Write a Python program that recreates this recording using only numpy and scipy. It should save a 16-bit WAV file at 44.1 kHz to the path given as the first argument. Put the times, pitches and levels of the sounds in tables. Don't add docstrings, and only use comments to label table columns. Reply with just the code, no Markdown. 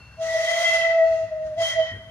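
import sys
import numpy as np
from scipy import signal
from scipy.fft import rfft, irfft
from scipy.io import wavfile
from scipy.ndimage import uniform_filter1d, map_coordinates

SR = 44100
rng = np.random.default_rng(int(sys.argv[2]) if len(sys.argv) > 2 else 0)


def persist_wave(psi):
    counts = np.round(np.clip(psi, -1, 1) * 32767).astype(np.int16)
    wavfile.write(sys.argv[1], SR, np.atleast_2d(counts).T)


def linear_from_db(decibels):
    return 10 ** (np.asarray(decibels, float) / 20)


N = 92610


def evened(x):
    return x / np.sqrt(np.mean(x ** 2) + 1e-20)


def read(points, hz):
    f, value = np.transpose(points)
    return np.interp(np.log(hz + 1), np.log(f + 1), value)


def resonate(x, hz, width):
    turn = np.exp(2j * np.pi * np.cumsum(hz * np.ones(len(x))) / SR)
    r = np.exp(-np.pi * width / SR)
    return 2 * (turn * signal.lfilter([1 - r], [1, -r], x / turn + 1e-18)).real


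def fuzzy(x, hz, width):
    return evened(resonate(resonate(x, hz, width), hz, width))


def speaking(x, hz, width):
    ring = signal.hilbert(fuzzy(x, hz, width))
    steadiness = 0.6
    return evened((ring / (abs(ring) + 0.071) ** steadiness).real)


def noise(shape, like, patchy_db, flicker_db):
    frames, hz = N // 128 + 6, np.fft.rfftfreq(512, 1 / SR)
    a, b, c, d, patches = rng.standard_normal((frames, 257, 5)).T
    patches = uniform_filter1d(patches, size=5, axis=0)
    patches = evened(uniform_filter1d(patches, size=20, axis=1))
    flicker = evened(uniform_filter1d(rng.standard_normal(frames), size=3))
    same = np.clip(read(like, hz), -1, 1)[:, None]
    left = a + 1j * b
    right = same * left + np.sqrt(1 - same ** 2) * (c + 1j * d)
    z = np.array([left, right]) * linear_from_db(patchy_db * patches + flicker_db * flicker)
    x = signal.istft(z, nperseg=512, noverlap=384)[1][:, :N]
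    return evened(irfft(rfft(x) * linear_from_db(read(shape, np.fft.rfftfreq(N, 1 / SR))), N))


def rumble():
    # frequency in Hz, level in dB per Hz.
    spectrum = [(25, -40), (55, -13), (130, -6), (260, -22.5), (400, -27.5), (1500, -24.5), (3000, -32.5),
                (16000, -43.5)]
    # frequency in Hz, left-right likeness from 0 to 1.
    likeness = [(60, 0.95), (150, 1), (300, .8), (1000, 0.98), (8000, 0.069)]
    return linear_from_db(-51) * noise(spectrum, likeness, patchy_db=1.0, flicker_db=0.3)


def drone():
    # frequency in Hz, width in Hz, level in dB.
    hums = [
        (65, 12, -53),
        (110, 8.7, -58.5),
    ]
    return sum(linear_from_db(db) * fuzzy(rng.standard_normal(N), hz, width) for hz, width, db in hums)


def joints():
    # time in seconds, level in dB, pitch in Hz.
    thumps = [
        (0.272, -49.5, 70),
        (1.128, -44.5, 105),
        (1.252, -44.5, 109),
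        (1.47, -46, 64),
        (1.599, -37.5, 106.5),
        (1.749, -49, 110),
        (1.942, -37.5, 98.9),
        (1.988, -57, 65),
    ]
    t, out = np.arange(N) / SR, np.zeros(N)
    knock = evened(resonate(rng.standard_normal(N), 130, 93))
    for s, db, hz in thumps:
        u = np.maximum(t - s + 0.029, 0) / 0.024
        tone = np.sin(2 * np.pi * hz * (t - s))
        out += linear_from_db(db) * u * np.exp(1 - u) * (1.54 * tone + 0.5 * knock)
    return out


def clanks():
    # time in seconds, level in dB, pitch in Hz.
    hits = [
        (.11, -52, 1520),
        (1.46, -56, 1500),
        (1.95, -52, 1550),
    ]
    t, grit, out = np.arange(N) / SR, rng.standard_normal(N), np.zeros(N)
    for s, db, hz in hits:
        attack = np.clip((t - s) / 0.0095, 0, 1)
        decay = linear_from_db(-200 * np.maximum(t - s, 0))
        out += linear_from_db(db) * fuzzy(grit, hz, 240) * attack * decay
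    return out


def bell():
    # frequency in Hz, level in dB, time to fall 60 dB in seconds.
    modes = [
        (1445, -57, .9),
        (2717, -54, 2.0),
        (2650, -60, 1.2),
        (4350, -56, .9),
        (4255, -62, .9),
    ]
    # time in seconds, level in dB, pitch ratio.
    strokes = [
        (-.05, 3, 1.0),
        (1.04, -1, 1.009),
    ]
    t, out = np.arange(N) / SR, np.zeros(N)
    for s, stroke_db, ratio in strokes:
        u = np.maximum(t - s, 0)
        attack = np.minimum(u / 0.01, 1)
        for hz, db, t60 in modes:
            ring = np.sin(2 * np.pi * hz * ratio * u + 6 * rng.random())
            ring = ring + 0.6 * fuzzy(rng.standard_normal(N), hz * ratio, 60)
            out += attack * linear_from_db(db + stroke_db - 60 * u / t60) * ring
    return out


def jet(steam_db):
    # frequency in Hz, level in dB per Hz.
    spectrum = [(300, -38), (450, -16), (600, -2.5), (2000, -4), (4000, -0.5), (6500, 1), (10000, -8),
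                (16000, -13.5)]
    # frequency in Hz, left-right likeness from 0 to 1.
    likeness = [(400, .8), (1000, 0.88), (4000, 0.23), (12000, 0.092)]
    fizz_hz, fizz_share = 8100, 0.27
    hiss = noise(spectrum, likeness, patchy_db=1.5, flicker_db=1.0)
    fizz = irfft(rfft(hiss) / (1 + (fizz_hz / (np.fft.rfftfreq(N, 1 / SR) + 1)) ** 6), N)
    return linear_from_db(-33.5 + steam_db) * (hiss - fizz + fizz * linear_from_db(fizz_share * steam_db))


def whistle():
    # time in seconds, pitch in Hz, first, third and fifth mode in dB, steam pressure in dB.
    long_blast = [(0.166, 644.6, -92, -100, -100, -39.5), (.215, 651.5, -25.5, -52.5, -73, -10),
                  (0.269, 652, -31, -34, -68, -5.5), (0.402, 656.6, -28, -30, -43.5, -3),
                  (0.501, 670.5, -25, -29, -35, 0), (0.631, 677.9, -24, -28, -40, 2.5),
                  (0.659, 680.9, -26, -22, -26.5, 1.5), (.71, 675.3, -32, -21, -35, 0),
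                  (0.749, 671.7, -30, -23.5, -37.5, 2), (0.808, 671.8, -33.5, -25.5, -48, -3),
                  (0.852, 665.4, -23.5, -26.5, -58, -9.5), (0.979, 659.5, -15.5, -44.5, -73, -20.5),
                  (1.15, 651.5, -27, -49, -74.5, -16.5), (1.242, 651, -25.5, -56, -84, -22),
                  (1.286, 642, -63, -68.5, -94, -32.5), (1.324, 630, -27, -61.5, -82, -45),
                  (1.471, 627.6, -29, -58.5, -84, -23), (1.556, 619, -36, -75, -94.5, -39.5)]
    short_blast = [
        (1.584, 673.2, -25, -44, -41.5, -13),
        (1.62, 665.2, -18.5, -31, -37.5, -0.5),
        (1.657, 655.5, -30.5, -38.5, -24.5, -1),
        (1.689, 668, -44, -30.5, -33.5, -0.5),
        (1.735, 663.6, -39, -31.5, -32, -5.5),
        (1.765, 663, -51, -31.5, -42, -23),
        (1.799, 655, -40, -60, -49, -30),
        (1.929, 652, -48.5, -84, -50, -47),
        (2.1, 653, -51, -87, -61.5, -53.5),
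    ]
    # multiple of the pitch, dB under the first mode, dB under the third mode.
    even_harmonics = [
        (2, -30.5, -19),
        (4, -33, -17),
    ]
    # multiple of the pitch, width in Hz, level in dB.
    breathy = [(1.0, 10, -42), (5.03, 50, -46.5), (3.35, 60, -51), (2.0, 23, -49.5), (.85, 36, -52),
               (1.6, 53, -58.5)]
    t = np.arange(N) / SR
    s, *cols = np.transpose(long_blast + short_blast)
    hz, first, third, fifth, steam = (np.interp(t, s, c) for c in cols)
    turbulence = rng.standard_normal((len(breathy) + 3, N))

    wobble_hz = 2.78 * evened(uniform_filter1d(turbulence[0], size=900))
    phase = 2 * np.pi * np.cumsum(hz + wobble_hz) / SR
    first_level = np.interp(t, s, linear_from_db(cols[1] / 2)) ** 2
    low = np.sqrt(2) * first_level * np.sin(phase)

    lock = np.clip(1 + (third + 24) / 6, 0, 1)
    locked = lock * np.sqrt(2) * np.sin(3 * phase)
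    fuzz = (1 - lock + lock * linear_from_db(-9)) * speaking(turbulence[1], 2.99 * hz, 70)
    high = linear_from_db(third) * (locked + fuzz)
    high = high + linear_from_db(fifth) * speaking(turbulence[2], 3190 + 2.5 * (hz - 665), 35)
    for k, first_db, third_db in even_harmonics:
        from_first = linear_from_db(first + first_db) * np.clip((hz - 640) / 15, 0, 1)
        from_third = lock * linear_from_db(third + third_db)
        high = high + (from_first + from_third) * np.sin(k * phase)
    for grain, (k, width, db) in zip(turbulence[3:], breathy):
        high = high + linear_from_db(steam + db) * fuzzy(grain, k * hz, width)
    return low, high, jet(steam)


def wall(x):
    delay_s, recede = 0.135, 0.025
    tilt_db = -9
    t = np.arange(N) / SR
    late = map_coordinates(x, [(t - delay_s - recede * t) * SR], order=3)
    return irfft(rfft(late) * linear_from_db(tilt_db * (np.fft.rfftfreq(N, 1 / SR) / 6000) ** 2), N)


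def echoes(low, high, hiss):
    # time in seconds, level in dB.
    path = [(.3, 1.5), (.6, -6), (0.799, 2.5), (.92, -0.5), (1.102, -16), (1.3, -20.5), (1.699, -17),
            (1.789, 2.5), (1.859, 6), (1.89, -10.5)]
    s, db = np.transpose(path)
    tone = wall(low) * linear_from_db(np.interp(np.arange(N) / SR, s, db))
    left = wall(linear_from_db(-5 + 2.5) * high + linear_from_db(-6.5) * hiss[1])
    right = wall(linear_from_db(-5 - 2.5) * high + linear_from_db(-6.5) * hiss[0])
    return tone + np.array([left, right])


def trees(x):
    # frequency in Hz, time to fall 60 dB in seconds.
    decay = [(600, 0.74), (2000, 1), (5000, 0.6), (10000, 0.37)]
    taps = np.zeros((2, 2 * SR))
    at = np.arange(400, 2 * SR - 20, 20)
    at = at + rng.integers(0, 20, (2, len(at)))
    np.put_along_axis(taps, at, rng.choice([-1., 1.], at.shape), 1)
    hz, t, z = signal.stft(taps, SR, nperseg=256)
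    tail = signal.istft(z * linear_from_db(-60 * t / read(decay, hz)[:, None]), SR, nperseg=256)[1]
    return signal.fftconvolve(x[None], tail / np.linalg.norm(tail[0]), axes=1)[:, :N]


def ducking(x):
    threshold_db, share, recover_db_s = -33, 0.45, 54.5
    power_db = 10 * np.log10(abs(uniform_filter1d((x ** 2).mean(0), size=2000)) + 1e-12)
    fall = np.arange(N) * recover_db_s / SR
    held_db = np.maximum.accumulate(power_db + fall) - fall
    over_db = np.maximum(held_db - threshold_db, 0)
    return linear_from_db(-share * uniform_filter1d(over_db, size=800))


def scene():
    low, high, hiss = whistle()
    ding = bell()
    near = low + high + clanks()
    near = np.array([near + np.roll(ding, shift=4), near + ding])
    echo = echoes(low, high, hiss)
    wet = trees(linear_from_db(-12) * low + linear_from_db(-7) * (high + hiss[0]))
    floor = rumble() + joints() + drone()
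    direct = near * linear_from_db([[0.6], [-0.6]]) + hiss
    background = floor * linear_from_db([[1.1], [-0.9]]) * ducking(near)
    return direct + echo * linear_from_db([[-2], [2]]) + wet + background


def roll_off(x):
    return signal.sosfilt(signal.butter(12, 16920, fs=SR, output="sos"), x)


def record(dry):
    # frequency in Hz, microphone gain in dB.
    mic = [(6800, 0), (7300, -8), (8100, -9), (9200, -3.5), (11500, -10.5), (13700, -18), (14600, -4.5),
           (15700, -9.5)]
    edge_hz, lag = 15750, 4.5
    hz = np.fft.rfftfreq(2 * N, 1 / SR)
    delay = np.exp(-2j * np.pi * hz * lag / SR * np.array([[0], [1]]))
    colour = linear_from_db(read(mic, hz)) * (hz < edge_hz) * delay
    return roll_off(irfft(rfft(dry, 2 * N) * colour)[:, :N])


dry = scene()
out = record(dry)
persist_wave(out)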